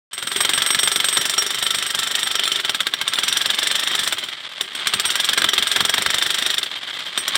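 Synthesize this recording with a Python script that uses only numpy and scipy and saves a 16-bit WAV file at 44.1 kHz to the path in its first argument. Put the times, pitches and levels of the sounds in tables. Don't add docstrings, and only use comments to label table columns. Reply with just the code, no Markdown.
import sys
import numpy as np
from scipy import signal
from scipy.fft import rfft, irfft
from scipy.io import wavfile
from scipy.ndimage import uniform_filter1d, minimum_filter1d

SR = 44100
rng = np.random.default_rng(int(sys.argv[2]) if len(sys.argv) > 2 else 0)


def unload_audio(sound):
    columns = np.transpose(np.atleast_2d(sound))
    steps = np.round(np.clip(columns, -1, 1) * 32767)
    wavfile.write(sys.argv[1], SR, steps.astype(np.int16))


N = 325017
TIME = np.arange(N) / SR
MOTOR_START_S, OUT_OF_JOINT_S = .11, 2.7
THUD_DB, CRUNCH_DB, CASING_DB, CRACK_DB = -51.5, -23.5, -17, -23
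LOWER_RING_DB, UPPER_RING_DB = -43.5, -41.5

# first and last blow in seconds, number of blows,
# growth of the gap per blow in seconds.
BLOW_RUNS = [(.1318, .4485, 8, -.0005), (.4918, 1.4215, 23, -.00003), (1.4635, 1.903, 12, -.00013),
             (1.9472, 2.2302, 8, -.0004), (2.2715, 2.599, 9, 0), (2.648, 3.0127, 7, .0059),
             (3.0779, 3.2337, 4, -.0045), (3.2805, 3.9125, 16, -.00042), (3.9496, 4.0743, 4, 0),
             (4.1236, 4.2853, 4, -.0047), (4.8701, 5.1026, 5, -.0053), (5.1545, 5.4187, 7, -.0004),
             (5.4418, 5.939, 12, -.00012), (5.98, 6.581, 16, -.0001)]
# time in seconds, then force, bite into the concrete, gear strain,
# chisel looseness and contact hardness, all in dB.
EFFORT_CURVES = [(.13, -13.5, 4, -45, 16, 2), (.42, 1, 2, -30, 7, -0.5), (1.2, -1, 2.5, -24, 0, 4),
                 (1.6, -2.5, -0.5, -23.5, -2, 1.5), (2.0, -2.5, 0.5, -23.5, -1, 2),
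                 (2.55, -0.5, -4, -22.5, -4, -1.5), (2.95, 1, 1.5, -31, -14, -4.5),
                 (3.27, 1.5, -0.5, -20.5, -7, 1), (3.7, 0.5, -2.5, -18.5, -9, 0),
                 (4.1, -1, 3, -22, -5, 2.5), (4.29, -9.5, -0.5, -43, -16, -4),
                 (4.87, 2.5, -3.5, -29, 5, 0.5), (5.2, -1, -0.5, -19, -5, 2),
                 (5.42, 4.5, 1, -27, -16, -3.5), (5.75, 2.5, 1, -24, -4, 0.5),
                 (6.15, 0, 1.5, -19.5, -19, 1), (6.58, 0, 0.5, -22, -19, -1.5)]
# time in seconds, force in dB, contact hardness in dB.
LIFTED_BLOWS = [(4.6094, -3.5, -1.5), (4.7503, -8.5, -1), (4.7966, -9, -14), (6.63, -3, 0),
                (6.664, -9, -17), (6.7146, -12, -22), (6.8731, -11.5, -14), (6.9373, -15, -6),
                (6.9898, -12, -4), (7.0584, -12, -8), (7.1758, 0, -1.5), (7.279, 2, 3), (7.3533, 5, 1.5)]
# time in seconds, extra weight in dB, slab boom in dB.
DEEP_BLOWS = [(.224, 11.5, -50), (.747, 11, -48), (1.168, 7.5, -50), (1.625, 10, -44), (3.99, 6.5, -48),
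              (4.936, 9, -62), (5.051, 7.5, -45), (5.287, 12.5, -60), (5.443, 4, -58), (5.577, 10, -32),
              (5.759, 10, -50), (5.806, 10, -41), (5.851, 0, -42), (5.98, 7, -51), (6.062, 11, -34),
              (6.144, -1, -43)]
# time in seconds, extra force in dB,
# base t60 of the burst in seconds.
ACCENT_BLOWS = [(.449, 1, .04), (1.128, -3, .09), (1.7446, 2.5, 0.099), (1.866, -2.5, 0.1),
                (2.151, 1.5, 0.073), (2.1915, -2.5, 0.12), (2.354, 2.5, 0.05), (2.396, 0, .045),
                (2.695, 2, .06), (2.936, 2.5, 0.047), (3.328, -3.5, .07), (3.548, -3, 0.075),
                (3.672, 2, 0.058), (3.833, -2.5, .075), (3.913, -7, .11), (3.95, 1, 0.078),
                (4.034, -5.5, 0.16), (4.609, 2, 0.05), (4.751, 1.5, .045), (5.334, 1, .042),
                (5.419, 0, .022), (5.67, -3.5, .11), (5.717, -4.5, 0.094), (5.894, 1.5, .057),
                (6.54, -0.5, 0.053)]
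# time in seconds, lower ring in dB, upper ring in dB.
SINGING_BLOWS = [(.404, -36, -21), (.533, -36, -25.5), (.664, -39, -22.5), (.705, -26, -23.5),
                 (.79, -27, -24), (.83, -33.5, -24.5), (.916, -35, -27), (1.043, -37, -26),
                 (1.083, -38, -32), (1.128, -50, -26.5), (1.168, -31, -29.5), (1.379, -19, -30),
                 (1.625, -46, -27), (1.745, -51, -32), (1.866, -46, -32), (2.23, -32, -31),
                 (3.078, -33.5, -41), (3.234, -34, -40), (3.28, -28, -40), (3.328, -34, -43),
                 (4.87, -29, -40), (5.051, -26, -29), (5.154, -33, -44), (5.374, -28.5, -38),
                 (5.67, -39, -37), (6.225, -37, -50), (6.422, -38.5, -48), (7.176, -36, -30.5)]
# time in seconds, level in dB.
RETAINER_CLANKS = [(2.455, -16.5), (3.157, -21), (4.6082, -25)]

# pitch in Hz, level in the joint in dB,
# level on the open slab in dB, base t60 in seconds.
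CHISEL_BENDING = [(393, -37, -41.5, 0.12), (1334.5, -20.5, -28.5, 0.29), (3090, -17, -21, 0.18)]
CHISEL_LOWER = [(5600, -2, -8, 0.27), (5850, -17, -10, 0.12)]
CHISEL_UPPER = [(8245, -0.5, -6, .35), (8480, -7, 0.5, 0.15), (8795, -13, -4.5, .36),
                (11100, -21, -30, .25), (11850, -23, -26, .25), (12737, -19, -21, .25),
                (13121, -20, -15, .22), (14287, -27, -25, .2), (15606, -26, -25, .35)]
# pitch in Hz, level in dB, t60 in seconds.
CHISEL_FREE = [(2500, -7, .05), (3560, 6, .04), (4080, -3, 0.043), (7450, -14, .2), (8400, -18, .12),
               (9440, -12, .2), (13770, -23, .13), (15350, -21, .17)]
SLAB_FLEX = [(56, -12, .09), (80, -2, .08), (112, 0, .07)]
# centre in Hz, width in Hz, boost or cut in dB.
HOUSING_RESONANCES = [(633, 108, 4), (866, 39, 1), (1210, 200, 4), (1603, 33, 4), (1990, 39, 3.5),
                      (2060, 37, 1), (2160, 24, 3.5), (3200, 110, 3.5), (3616, 120, 3.5), (4270, 70, -5),
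                      (4480, 93, 0)]
# centre in Hz, width in Hz, level in dB.
HOLDER_JINGLE = [(3170, 63, 4.5), (8520, 55, -12), (13290, 35, -11), (14600, 90, -21)]

# multiple of the mesh rate, level in dB.
GEAR_HARMONICS = [(1, -6), (2, -4.5), (3, -13)]
# time in seconds, level in dB.
MOTOR_FADER = [(.11, -40.5), (.3, -33), (.4, -26.5), (.8, -26.5), (1.2, -29.5), (2.0, -30.5), (2.5, -27),
               (2.9, -33.5), (3.05, -27), (4.2, -28.5), (4.4, -30.5), (4.7, -33), (4.8, -25), (5.2, -26.5),
               (6.7, -28.5), (7.0, -25), (7.2, -29), (7.37, -22.5)]
# first and last dip in
# seconds, number of turns, growth of the gap per turn in seconds, depth in dB.
GEAR_SLACK = [(4.159, 4.548, 8, 0.0026, 7), (6.563, 7.048, 10, 0.0029, 13.5)]

# frequency in Hz, relative level in dB.
THUD_EQ = [(20, -17), (45, -29), (75, -10), (130, -1.5), (220, -2), (320, -9), (600, -50)]
CRUNCH_EQ = [(100, -33), (260, -11), (380, -9), (500, -9.5), (650, -9.5), (880, -6), (1250, -5), (1600, 2),
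             (2000, -0.5), (2500, -7.5), (3000, -35), (5000, -21)]
CASING_EQ = [(1000, -36), (2100, -10), (2600, -6), (2900, -0.5), (3100, -2.5), (3230, 1.5), (3380, 4),
             (3600, 3), (3950, -1), (4300, -4), (4700, -9.5), (5500, -37), (9000, -53)]
CRACK_EQ = [(2500, -17.5), (4700, -4.5), (5600, 4), (6100, -3.5), (6600, -9.5), (7300, 2), (8000, -1),
            (8500, 3), (9300, -4), (10500, -9.5), (11500, -14.5), (13200, -8.5), (14500, -15), (16000, -16)]
MOTOR_EQ = [(25, -73), (110, -14.5), (300, -13.5), (450, -15), (800, -11), (1300, -7), (2000, -2),
            (2650, -4.5), (3300, 2.5), (4100, -4), (6400, -21.5), (8000, -18.5), (11000, -32.5),
            (16000, -80)]
SITE_EQ = [(40, -12), (150, 0), (380, 11.5), (800, -4), (2000, -9), (4000, -11), (8000, -11), (16000, 1.5)]


def impacts(thud_db, crunch_db, casing_db, crack_db, rebound=0.78, rebound_s=.019):
    lengths = burst_lengths(casing_db)
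    thud = bursts(thud_db, lengths, stretch=1.0, snap=3.9, snap_s=0.001, rise_s=0.00039)
    thud = thud + rebound * np.interp(TIME - rebound_s, TIME, thud)
    crunch = bursts(crunch_db, lengths, stretch=0.98, snap=1.4, snap_s=0.0013, rise_s=0.00044)
    casing = bursts(casing_db, lengths, stretch=0.78, snap=1.0, snap_s=0.00075, rise_s=0.00008)
    crack = bursts(crack_db, lengths, stretch=0.94, snap=0.05, snap_s=0.00048, rise_s=0.00099)
    return (from_db(3.5) * colour(thud * grains(20000, 0.95), THUD_EQ)
            + from_db(-2) * colour(crunch * grains(9000, 3.7), CRUNCH_EQ)
            + from_db(-1) * colour(casing * grains(12000, 1.8), CASING_EQ)
            + from_db(-0.14) * colour(crack * grains(9000, 3.4), CRACK_EQ))


def bursts(level_db, lengths, stretch, snap, snap_s, rise_s, window_s=0.0099):
    out, age = np.zeros(2 * N), np.arange(SR // 8) / SR
    for s, t60, db in zip(blow_times(), lengths, level_db):
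        attack = 1 - np.exp(-age / rise_s)
        shape = attack * (decay(age, t60 * stretch) + snap * np.exp(-age / snap_s))
        opening_rms = np.sqrt(np.mean(shape[age < window_s] ** 2))
        add_at(out, s, from_db(db) * shape / opening_rms)
    return out[:N]


def burst_lengths(casing_db, wedged_s=0.075, open_s=0.074, halving_db=22, scatter_octaves=0.21):
    at = blow_times()
    octaves = (CASING_DB - casing_db) / halving_db + scatter_octaves * rng.standard_normal(len(at))
    lengths = np.where(at < OUT_OF_JOINT_S, wedged_s, open_s) * 2 ** octaves
    accents, _, t60 = blows_in(ACCENT_BLOWS)
    lengths[accents] = t60
    return lengths


def blow_levels():
    at = blow_times()
    effort_s, *curves = np.transpose(EFFORT_CURVES)
    force, bite, strain, looseness, hardness = (np.interp(at, effort_s, curve) for curve in curves)
    lifted, lifted_force, lifted_hardness = blows_in(LIFTED_BLOWS)
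    force[lifted], hardness[lifted] = lifted_force, lifted_hardness
    bite[lifted], strain[lifted] = 0, lifted_force - 28
    accents, extra_force_db, _ = blows_in(ACCENT_BLOWS)
    force[accents] += extra_force_db
    deep, extra_weight_db, _ = blows_in(DEEP_BLOWS)
    weight = np.zeros(len(at))
    weight[deep] = extra_weight_db
    scatter = rng.standard_normal((len(at), 7)).T
    force += 1.33 * scatter[0]
    bite += 1.5 * scatter[1]
    steel = force + hardness + scatter[6]
    lower = LOWER_RING_DB + steel + 3.5 * scatter[2]
    upper = UPPER_RING_DB + steel + looseness + 3.5 * scatter[3]
    singing, lower_db, upper_db = blows_in(SINGING_BLOWS)
    lower[singing], upper[singing] = lower_db, upper_db
    thud = THUD_DB + force + bite + weight + 2 * scatter[4]
    crunch = CRUNCH_DB + force + bite + 0.49 * weight
    casing = CASING_DB + force + 0.32 * weight
    strain += 1.5 * scatter[5]
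    return thud, crunch, casing, CRACK_DB + steel, lower, upper, strain


def blow_times():
    runs = [run_times(*run) for run in BLOW_RUNS]
    return np.sort(np.concatenate(runs + [np.array(LIFTED_BLOWS)[:, 0]]))


def run_times(first_s, last_s, count, growth_s):
    turn = np.arange(round(count))
    return np.linspace(first_s, last_s, len(turn)) + growth_s * turn * (turn - turn[-1]) / 2


def blows_in(table):
    s, *columns = np.transpose(table)
    return np.abs(blow_times()[:, None] - s).argmin(axis=0), *columns


def chisel(modes, ring_db, scatter_db, free_db, detune=0.00058, doubling_db=18, settle_s=0.022,
           chatter_db=1.7, seat_s=0.012, seat_db=3):
    last, _, age, wait = stroke_clock()
    on_slab = blow_times() > OUT_OF_JOINT_S
    freedom = np.clip(2 ** ((ring_db - free_db) / doubling_db), .5, 2)
    ring = np.zeros(N)
    for hz, wedged_db, slab_db, t60 in modes:
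        strength, pitch, start = rng.standard_normal((len(ring_db), 3)).T
        db = ring_db + np.where(on_slab, slab_db, wedged_db) + scatter_db * strength
        seated_hz = hz * (1 + detune * pitch[last])
        phase = 2 * np.pi * (seated_hz * age + start[last])
        ring += from_db(db)[last] * decay(age - settle_s, t60 * freedom[last]) * np.sin(phase)
    bite_s = rng.uniform(.026, .062, len(ring_db))
    choke_db = 5.5 * (1 + np.tanh((age - bite_s[last]) / .005))
    contact = from_db(chatter_db * drift(125) - seat_db * np.exp(-wait / seat_s) - choke_db)
    return np.sqrt(2) * ring * contact * (age > 0)


def stroke_clock():
    at = blow_times()
    passed = np.searchsorted(at, TIME)
    last, coming = np.maximum(passed - 1, 0), np.minimum(passed, len(at) - 1)
    return last, coming, np.maximum(TIME - at[last], 0), np.abs(at[coming] - TIME)


def retainer_clanks():
    return struck(*np.transpose(RETAINER_CLANKS), CHISEL_FREE)


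def stones(crunch_db, stone_db=-3, low_hz=1100, high_hz=2400, t60=0.021, count=3):
    out, age = np.zeros(2 * N), np.arange(SR // 16) / SR
    polarity = (-1) ** np.arange(count)
    for s, db, draws in zip(blow_times(), crunch_db, rng.random((len(crunch_db), count))):
        hz = low_hz * (high_hz / low_hz) ** draws
        rings = polarity @ np.sin(2 * np.pi * hz[:, None] * age)
        add_at(out, s, from_db(db + stone_db) * rings * decay(age, t60))
    return out[:N]


def slab_boom():
    deep, _, boom_db = blows_in(DEEP_BLOWS)
    return struck(blow_times()[deep], boom_db, SLAB_FLEX)


def gear_strain(strain_db, teeth=77, lead_s=0.011, edge_s=0.0022, sag=.07, sag_s=.012):
    _, coming, age, wait = stroke_clock()
    load = .5 * (1 + np.tanh((lead_s - wait) / (2 * edge_s))) * (TIME < blow_times()[-1])
    stroke_s = np.clip(age + wait, .038, .067)
    judder = .016 * drift(300)
    mesh_hz = teeth / stroke_s * (1 - sag * np.exp(-wait / sag_s)) * (1 + judder)
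    phase = 2 * np.pi * np.cumsum(mesh_hz) / SR
    force = from_db(strain_db[coming]) * load * (coming > 0)
    whine = sum(from_db(db) * np.sin(round(multiple) * phase) for multiple, db in GEAR_HARMONICS)
    rasp = from_db(-4) * colour(force * grains(5000, 5.3), MOTOR_EQ)
    flutter = from_db(2 * drift(170))
    return uniform_filter1d(force, size=64) * whine * flutter + rasp


def motor(mesh_hz=1576, waver=0.055, whine_db=-17, slack_s=0.0035, rattle_db=2.5, swing_db=1.5):
    db = np.interp(TIME, *np.transpose(MOTOR_FADER))
    for *run, depth_db in GEAR_SLACK:
        for s in run_times(*run):
            db -= depth_db * np.exp(-.5 * np.minimum(np.abs(TIME - s) / slack_s, 10) ** 2)
    force = from_db(db + rattle_db * drift(107) + swing_db * drift(39)) * (TIME > MOTOR_START_S)
    whine_hz = mesh_hz * (1 + waver * drift(20) + 0.016 * drift(270))
    phase = 2 * np.pi * np.cumsum(whine_hz) / SR
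    whine = from_db(whine_db) * force * (np.sin(phase) / 2 + np.sin(2 * phase))
    knocks = force * grains(per_s=70, spread_db=4.2)
    jingle = sum(from_db(level) * resonance(knocks, hz, width) for hz, width, level in HOLDER_JINGLE)
    clatter = from_db(-3) * colour(force * grains(5000, 3.9), MOTOR_EQ)
    return clatter + whine + jingle


def housing(clatter):
    bands = ((from_db(db) - 1) * resonance(clatter, hz, width) for hz, width, db in HOUSING_RESONANCES)
    return clatter + sum(bands)


def grit(per_s=120, level_db=-55, tick_s=0.0022):
    landings = np.abs(grains(per_s, spread_db=5)) + 1e-18
    envelope = signal.lfilter([1], [1, -np.exp(-1 / (tick_s * SR))], landings)
    ticks = colour(rms_one(envelope) * rng.standard_normal(N), CRACK_EQ)
    return from_db(level_db) * ticks * (TIME > blow_times()[0])


def site_echoes(x, predelay_s=0.011, t60=0.32, level_db=-16.5):
    age = TIME[:SR // 2]
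    tail = rng.standard_normal(len(age)) * decay(age, t60) * (age > predelay_s)
    wet = signal.fftconvolve(x, tail / np.linalg.norm(tail))[:N]
    return from_db(level_db) * colour(wet, SITE_EQ)


def struck(times, levels_db, modes):
    out, age = np.zeros(2 * N), np.arange(SR // 3) / SR
    ring = sum(from_db(db) * np.sin(2 * np.pi * hz * age) * decay(age, t60) for hz, db, t60 in modes)
    for s, db in zip(times, levels_db):
        add_at(out, s, from_db(db) * ring)
    return out[:N]


def grains(per_s, spread_db):
    sizes = from_db(spread_db * np.clip(rng.standard_normal(N), -2, 2)) * rng.choice([-1, 1], N)
    return rms_one(sizes * (rng.random(N) < per_s / SR))


def colour(x, curve, size=4096):
    hz, db = np.transpose(curve)
    grid = np.maximum(np.fft.rfftfreq(size, 1 / SR), 1)
    gains = from_db(np.interp(np.log(grid), np.log(hz), db))
    cepstrum = irfft(np.log(gains))
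    cepstrum[1:size // 2] *= 2
    cepstrum[size // 2 + 1:] = 0
    response = irfft(np.exp(rfft(cepstrum)))
    return signal.fftconvolve(x, response / np.linalg.norm(response))[:N]


def resonance(x, hz, width_hz):
    r = np.exp(-np.pi * width_hz / SR)
    feedback = [1, -2 * r * np.cos(2 * np.pi * hz / SR), r * r]
    return signal.lfilter(np.array([1, 0, -1]) * (1 - r * r) / 2, feedback, x)


def drift(rate_hz):
    lowpass = signal.butter(2, rate_hz, fs=SR, output="sos")
    return rms_one(signal.sosfilt(lowpass, rng.standard_normal(N)))


def decay(age, t60):
    return np.exp(-np.log(1000) * age / t60)


def add_at(track, start_s, sound):
    start = int(start_s * SR)
    track[start:start + len(sound)] += sound


def from_db(db):
    return 10 ** (np.asarray(db) / 20)


def rms_one(x):
    return x / np.sqrt(np.mean(x ** 2) + 1e-20)


def scene():
    thud_db, crunch_db, casing_db, crack_db, lower_db, upper_db, strain_db = blow_levels()
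    bending = chisel(CHISEL_BENDING, casing_db - 3.5, scatter_db=3, free_db=-7.5)
    lower = chisel(CHISEL_LOWER, lower_db, scatter_db=3, free_db=-50)
    upper = chisel(CHISEL_UPPER, upper_db, scatter_db=1.5, free_db=-38)
    steel = bending + lower + upper + retainer_clanks()
    blows = impacts(thud_db, crunch_db, casing_db, crack_db) + stones(crunch_db)
    clatter = blows + gear_strain(strain_db) + motor()
    direct = from_db(-1) * housing(clatter) + steel + slab_boom() + grit()
    return (direct + site_echoes(direct))[None]


def record(dry, ceiling=0.69, low_cut_hz=42, high_cut_hz=15850):
    gain = np.minimum(1, ceiling / (np.abs(dry) + 1e-9))
    gain = uniform_filter1d(minimum_filter1d(gain, size=45), size=45)
    low_cut = signal.butter(4, low_cut_hz, "high", fs=SR, output="sos")
    high_cut = signal.ellip(10, .2, 70, high_cut_hz, fs=SR, output="sos")
    return signal.sosfilt(high_cut, signal.sosfilt(low_cut, dry * gain))


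dry = scene()
out = record(dry)
unload_audio(out)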